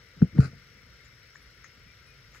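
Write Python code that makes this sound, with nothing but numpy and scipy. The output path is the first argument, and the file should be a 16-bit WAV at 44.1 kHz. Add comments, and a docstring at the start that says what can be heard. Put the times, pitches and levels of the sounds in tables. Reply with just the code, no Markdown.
"""A horse's hooves thump twice on soft forest ground as it shifts its weight.
Each blow is a deep tone that slides as the soil gives, with a hollow knock and a dull rumble.
The second presses into dry leaves, which crackle with many tiny breaks. Then a few twigs snap and
leaves rustle. Behind it all are a faint distant bird, the quiet hiss of the woods and thin high ticking."""
import sys
import numpy as np
from scipy import signal
from scipy.fft import rfft, irfft
from scipy.io import wavfile
from scipy.ndimage import uniform_filter1d

SR = 44100
rng = np.random.default_rng(int(sys.argv[2]) if len(sys.argv) > 2 else 0)


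def wav_out(sig):
    """Save sig, one row per channel (or a flat mono array), as 16-bit PCM at SR to the path in sys.argv[1]."""
    wavfile.write(sys.argv[1], SR, np.round(np.clip(np.atleast_2d(sig).T, -1, 1) * 32767).astype(np.int16))


N = 105840
TIME, FREQS = np.arange(N) / SR, np.fft.rfftfreq(N, 1 / SR)
RIGHT_LAG_S = .00036  # deep sounds reach the left side first
STEREO_TIME = TIME + np.array([[.5], [-.5]]) * RIGHT_LAG_S
# In the tables, t is the start, fade is the time to drop 60 dB, and pan is left minus right.

# Hoof blows, light touches and rebounds of the ground:
# t/s, level/dB, swell/s, first f/Hz, last f/Hz, sharpness (higher is shorter), glide/s
BLOWS = [(0.2167, -3.5, 0.01081, 338.6, 92.1, 9.73, 0.01123), (0.2333, -18.5, 0.00592, 98, 202, 1, 0.012),
         (0.3477, -33.5, .0042, 154.6, 319, .94, 0.0027), (0.3551, -27, .0256, 203, 78.8, 1, 0.031),
         (0.3848, -3.5, 0.0099, 422.8, 109.3, 2.9, 0.004524),
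         (0.407, -20.5, 0.00447, 141.3, 130.8, 0.18, .0069)]


def hoof_thumps(pan_db=1.1):
    """Each blow swells and dies within a few cycles while its pitch slides as the soil gives."""
    out = np.zeros((2, N))
    for start, db, swell, first_hz, last_hz, sharpness, glide in BLOWS:
        t = np.maximum(STEREO_TIME - start, 0)
        cycles = last_hz * t + (first_hz - last_hz) * glide * (1 - np.exp(-t / glide))
        shape = (t / swell * np.exp(1 - t / swell)) ** sharpness
        out += amp(db) * shape * np.sin(2 * np.pi * cycles)
    return out * sides(pan_db)


# Hoof landings: t/s, knock level/dB, pitch factor, boost of higher tones/dB per octave, push level/dB
LANDINGS = [(0.2180, -26, 0.963, -5, -30.5), (0.3821, -26.5, 1.0, 1, -22)]
# The tones that hoof and ground ring with: f/Hz, relative level/dB, rise/s, fade/s
HOOF_TONES = [(418.8, 1, 0.0044, 0.051), (614, -11.5, 0.0024, .03), (916.2, -14, .003, 0.021)]


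def hoof_knocks(pan_db=6.5):
    """A low push into the soil and a short hollow knock as each hoof lands."""
    out = np.zeros((2, N))
    for start, db, pitch, tilt_db, push_db in LANDINGS:
        out += ring(STEREO_TIME - start, hz=66, db=push_db, rise=.012, fade=.11)
        for hz, tone_db, rise, fade in HOOF_TONES:
            octaves_up = np.log2(hz / HOOF_TONES[0][0])
            level_db = db + tone_db + tilt_db * octaves_up
            out += sides(pan_db) * ring(TIME - start, hz * pitch, level_db, rise, fade)
    return out


# The soil shaking at each blow, and soft bumps as the weight shifts: t/s, level/dB, rise/s, hold/s, fade/s
SOIL_SHAKES = [(0.163, -50, 0.0088, 0.017, 0.064), (0.205, -30, 0.0167, 0.021, 0.115),
               (0.319, -33, 0.066, .05, 0.23), (0.513, -51.5, 0.0277, 0.01337, 0.215),
               (0.698, -59, 0.0165, 0.0504, 0.098), (0.821, -60, 0.0121, 0.025, .1),
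               (1.755, -60.5, 0.0088, 0.0235, 0.073), (1.842, -60.5, 0.0071, 0.022, 0.071)]
# The soil's dull tone: f/Hz, relative level/dB
SOIL_TONE = [(25, -6), (60, -0.5), (130, 6), (240, 1.5), (330, -12.5), (430, -8), (600, -21), (900, -32),
             (1300, -39), (3000, -62)]


def soil_rumble():
    """The soil shakes under the horse in short swells of deep noise."""
    lag = 2 * np.pi * FREQS * RIGHT_LAG_S
    rumble = stereo(noise(), noise(), amp(curve(SOIL_TONE)), pan_db=2.1, likeness=1.0, phase=lag)
    return rumble * sum(envelope(*row) for row in SOIL_SHAKES)


# The hoof pressing on dry leaves: t/s, level/dB, rise/s, hold/s, fade/s
LEAF_PRESSES = [(0.349, -57, 0.0045, 0.06, 0.3), (0.403, -45, 0.0012, 0.0542, 0.045),
                (0.445, -52.5, 0.024, 0.0098, 0.083)]
# The tone of crushed leaves: f/Hz, relative level/dB
LEAF_TONE = [(410, -24.5), (700, -9), (737, -17.5), (873, -16.5), (968, -29.5), (1210, -4), (1410, -0.5),
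             (1510, -2), (1690, -11), (1880, -8), (2110, -12), (2530, -12.5), (2770, -22), (3590, -36.5),
             (4040, -16.5), (4840, -14.5), (5880, -23), (7430, -23), (8570, -38), (8910, -31.5),
             (9500, -29), (11700, -44), (15600, -43.5)]
# Where the crunch sits: f/Hz, pan/dB
LEAF_PAN = [(700, 6), (1290, -1), (2380, 15), (3400, 8.5), (4400, 10.5), (5700, 9), (7300, 23), (9000, 0.5),
            (15000, 1.5)]
# How alike its left and right are: f/Hz, likeness (1 is the same)
LEAF_LIKENESS = [(600, 1), (1400, 0.44), (3100, 0.22), (7000, 0.37), (9500, 0.916)]


def leaf_crunch():
    """Dry leaves crackle while the hoof settles on them."""
    leaves = stereo(crackle(), crackle(), amp(curve(LEAF_TONE)), curve(LEAF_PAN), curve(LEAF_LIKENESS))
    return leaves * sum(envelope(*row) for row in LEAF_PRESSES)


# Grit and twigs snapping: t/s, level/dB, f/Hz, width/Hz, fade/s, relative click level/dB, pan/dB
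TWIG_SNAPS = [(0.2185, -35.5, 1443, 260, 0.0152, -23, 6), (0.2194, -51, 2658, 500, 0.0069, -19.5, 7.5),
              (0.3764, -45, 1600, 700, .015, -26, 15.5), (0.3815, -41.5, 2000, 1041, 0.0091, -14.5, 4.5),
              (0.4042, -41.5, 1323, 280, .025, -5.5, 10.5), (0.53, -57.5, 585, 251.3, 0.0537, -13.5, 5.5),
              (1.0590, -61, 1890, 596, .05, -13, 2), (1.3533, -52, 1240, 250, 0.0208, -19.5, 3),
              (1.3572, -42.5, 1761, 128.4, 0.0276, -30, 8.5), (1.643, -43.5, 1720, 510, 0.036, -18, 10)]
# The tone of the bright click: f/Hz, relative level/dB
CLICK_TONE = [(500, -49.5), (3300, -14.5), (4300, -1), (5500, -8.5), (7000, -14.5), (8700, -20),
              (9700, -9.5), (11500, -40), (16000, -54)]


def twig_snaps(rise=.0005, hold=.00031):
    """Each snap is a short woody burst of noise with a bright click on top."""
    out = np.zeros((2, N))
    for start, db, hz, width_hz, fade, click_db, pan_db in TWIG_SNAPS:
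        shape = envelope(start, db, rise, hold, fade)
        burst = colour(noise(), band(hz, width_hz)) * shape
        wood = colour(burst, band(hz, 2 * width_hz)) * shape.std()  # the shape sets the energy
        click_shape = envelope(start, db + click_db, rise, hold, fade=.016)
        click = colour(noise(), amp(curve(CLICK_TONE))) * click_shape
        out += (wood + click) * sides(pan_db)
    return out


# Light rustles of leaves: t/s, level/dB, rise/s, hold/s, fade/s, f/Hz, width/Hz
LEAF_BRUSHES = [(1.039, -67, .015, .01, .1, 6900, 600), (1.351, -63.5, .003, .006, 0.084, 6850, 600),
                (1.421, -69.5, .004, .01, 0.05, 10740, 1300), (1.641, -56.5, .001, .004, 0.137, 6497, 514),
                (1.647, -54, .003, .008, 0.116, 2045, 600), (2.066, -75.5, .004, .02, .12, 10300, 1300),
                (2.312, -66, 0.0347, 0.0286, 0.13, 6790, 1100),
                (2.333, -54.5, 0.0098, 0.018, 0.134, 1830, 810), (2.342, -74, .006, .025, .12, 11500, 3000)]
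# Where the rustles sit: f/Hz, pan/dB
BRUSH_PAN = [(1500, 7), (7000, 14), (9500, 1.5)]


def leaf_rustles():
    """Dry leaves brush in brief, grainy whispers."""
    out = np.zeros((2, N))
    for *shape, hz, width_hz in LEAF_BRUSHES:
        leaves = stereo(crackle(), crackle(), band(hz, width_hz), curve(BRUSH_PAN), likeness=.7)
        out += leaves * envelope(*shape)
    return out


# The bird's whistles: t/s, length/s, f/Hz, level/dB
BIRD_NOTES = [(1.857, 0.092, 2350, -60), (2.054, 0.102, 2441, -59.5)]


def distant_bird(waver=.00586, pan_db=13):
    """A far-off bird whistles faint notes whose pitch wavers a little."""
    out = np.zeros(N)
    for start, length, hz, db in BIRD_NOTES:
        pitch = hz * (1 + waver * unit(uniform_filter1d(noise(), size=300)))
        arch = np.sin(np.pi * np.clip((TIME - start) / length, 0, 1))
        out += amp(db) * arch * np.sin(2 * np.pi * np.cumsum(pitch) / SR)
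    return out * sides(pan_db)


# The tone of the open air: f/Hz, relative level/dB, pan/dB
AIR_TONE = [(20.49, -22, 1.35), (35, -6.5, 1.99), (49.6, 3, -4), (80, -5, 2.3), (120.4, -3, 0.42),
            (199, -16.5, 1.81), (330, -21, -1.17), (491.2, -15, 5), (646.4, -24.5, 5), (853, -29, 7.5),
            (1096, -25, 0.07), (1409, -12.5, -0.35), (1700, -17, 11), (2120, -10, 18.5),
            (2300, -13.5, 23.5), (2407, -21, 4.5), (2970, -20.5, -0.3), (3500, -23.0, 6.5), (3829, -21, 6),
            (5180, -21.5, 15), (4880, -25, 6), (5560, -14, 3.54), (5944, -27, -8.53), (6290, -32, -2.58),
            (6700, -35, 5), (7490, -32, 12), (7800, -36, 7.5), (9200, -49, 2.11), (9900, -40.5, -1),
            (10700, -38, 0.44), (11700, -42, -2), (13240, -41.5, 1.8), (15600, -40, -4.15)]
# How alike its left and right are: f/Hz, likeness (1 is the same)
AIR_LIKENESS = [(60, .95), (250, .92), (450, .8), (750, .5), (1250, .8), (2000, .65), (3300, .55),
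                (4500, .45), (5600, .55), (6500, .3), (9000, .4), (10500, .4), (15000, .4)]
# How far its left side runs ahead: f/Hz, phase/rad
AIR_LEAD = [(60, .15), (400, .4), (1200, 0), (1640, .7), (2150, -.5), (3200, .3), (4000, 1.6), (5000, 3.6),
            (5750, 3.1), (6300, 0), (15000, 0)]


def forest_air(level_db=-54.5, drift_db=1.0747):
    """The open air hisses and rumbles steadily, drifting in soft patches."""
    air = stereo(noise(), noise(), amp(curve(AIR_TONE)), curve(AIR_TONE, column=2),
                 curve(AIR_LIKENESS), curve(AIR_LEAD))
    cells = signal.stft(air, nperseg=512)[2]  # a grid of pitch against time
    patches = uniform_filter1d(rng.standard_normal(cells.shape[1:]), size=8, axis=0)  # blur over pitch
    patches = unit(uniform_filter1d(patches, size=14, axis=1))  # blur over time
    return amp(level_db) * signal.istft(cells * amp(drift_db * patches))[1][:, :N]


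# The thin tone of the ticks: f/Hz, relative level/dB
TICK_TONE = [(7000, -45), (9400, -26), (10500, -3), (11200, -11.5), (12100, -13.5), (12700, -2),
             (13500, -7.5), (15600, -16.5)]


def high_ticks(level_db=-83, base_gap_s=1 / 30, unevenness=.4):
    """Tiny, very high ticks come at uneven gaps, the same on both sides."""
    gaps = base_gap_s * (1 + unevenness * rng.uniform(-.74, 1, size=200))
    at = np.cumsum(gaps) * SR
    pulses = np.bincount(at[at < N].astype(int), minlength=N)
    return amp(level_db) * colour(pulses, amp(curve(TICK_TONE)))


def crackle(breaks_per_s=4600, spread_db=4, bed_gain=.56):
    """Many tiny breaks of uneven size over a bed of finer ones."""
    size = amp(spread_db * np.minimum(rng.exponential(1, N), 4))
    breaks = size * np.sign(noise()) * (rng.random(N) < breaks_per_s / SR)
    return unit(breaks) + bed_gain * noise()


def ring(t, hz, db, rise, fade):
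    """One tone that swells smoothly and dies away."""
    swell = np.sin(np.pi / 2 * np.clip(t / rise, 0, 1)) ** 2
    return amp(db - 60 * np.maximum(t - rise, 0) / fade) * swell * np.sin(2 * np.pi * hz * t)


def envelope(start, db, rise, hold, fade):
    """A loudness shape that rises, holds and fades."""
    t = TIME - start
    return np.clip(t / rise, 0, 1) * amp(db - 60 * np.maximum(t - rise - hold, 0) / fade)


def noise():
    """Plain white hiss."""
    return rng.standard_normal(N)


def amp(db):
    """Turns decibels into a gain."""
    return 10 ** (np.asarray(db) / 20)


def unit(x):
    """Scales a signal to an average strength (rms) of 1."""
    return x / np.sqrt(np.mean(x ** 2) + 1e-20)


def curve(points, column=1):
    """Joins a table's points into a value for every frequency."""
    table = np.transpose(points)
    return np.interp(np.log(FREQS + 1), np.log(table[0] + 1), table[column])


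def colour(x, gain):
    """Shapes the tone with one gain per frequency, then scales to strength 1."""
    return unit(irfft(rfft(x) * gain, N))


def band(hz, width_hz):
    """Gains that peak at one frequency and drop steeply around it."""
    return 1 / (1 + ((FREQS - hz) / width_hz) ** 2) ** 1.494


def sides(pan_db):
    """Left and right gains that average 1; a positive pan leans left."""
    gains = amp(np.array([np.atleast_1d(pan_db), -np.atleast_1d(pan_db)]) / 2)
    return gains / gains.mean(0)


def stereo(a, b, gain, pan_db, likeness, phase=0):
    """Blends two unrelated signals into a shaped, partly alike left and right of strength 1."""
    likeness, balance = np.clip(likeness, -1, 1), sides(pan_db)
    left = rfft(a)
    right = (likeness * left + np.sqrt(1 - likeness ** 2) * rfft(b)) * np.exp(-1j * phase)
    return unit(irfft(np.array([left, right]) * gain * balance / np.hypot(*balance), N))


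def scene():
    """Hooves, leaves and twigs in front of the woods."""
    hooves = hoof_thumps() + hoof_knocks() + soil_rumble()
    forest_floor = twig_snaps() + leaf_crunch() + leaf_rustles()
    return hooves + forest_floor + distant_bird() + forest_air() + high_ticks()


def record(dry):
    """Trims away the deepest rumble and the highest treble."""
    low_cut_hz, high_cut_hz = 40, 15780
    thinned = irfft(rfft(dry) * FREQS ** 4 / (FREQS ** 4 + low_cut_hz ** 4), N)
    treble_cut = signal.firwin(801, high_cut_hz, window=("kaiser", 10), fs=SR)
    return signal.oaconvolve(thinned, treble_cut[None], "same")


dry = scene()
out = record(dry)
wav_out(out)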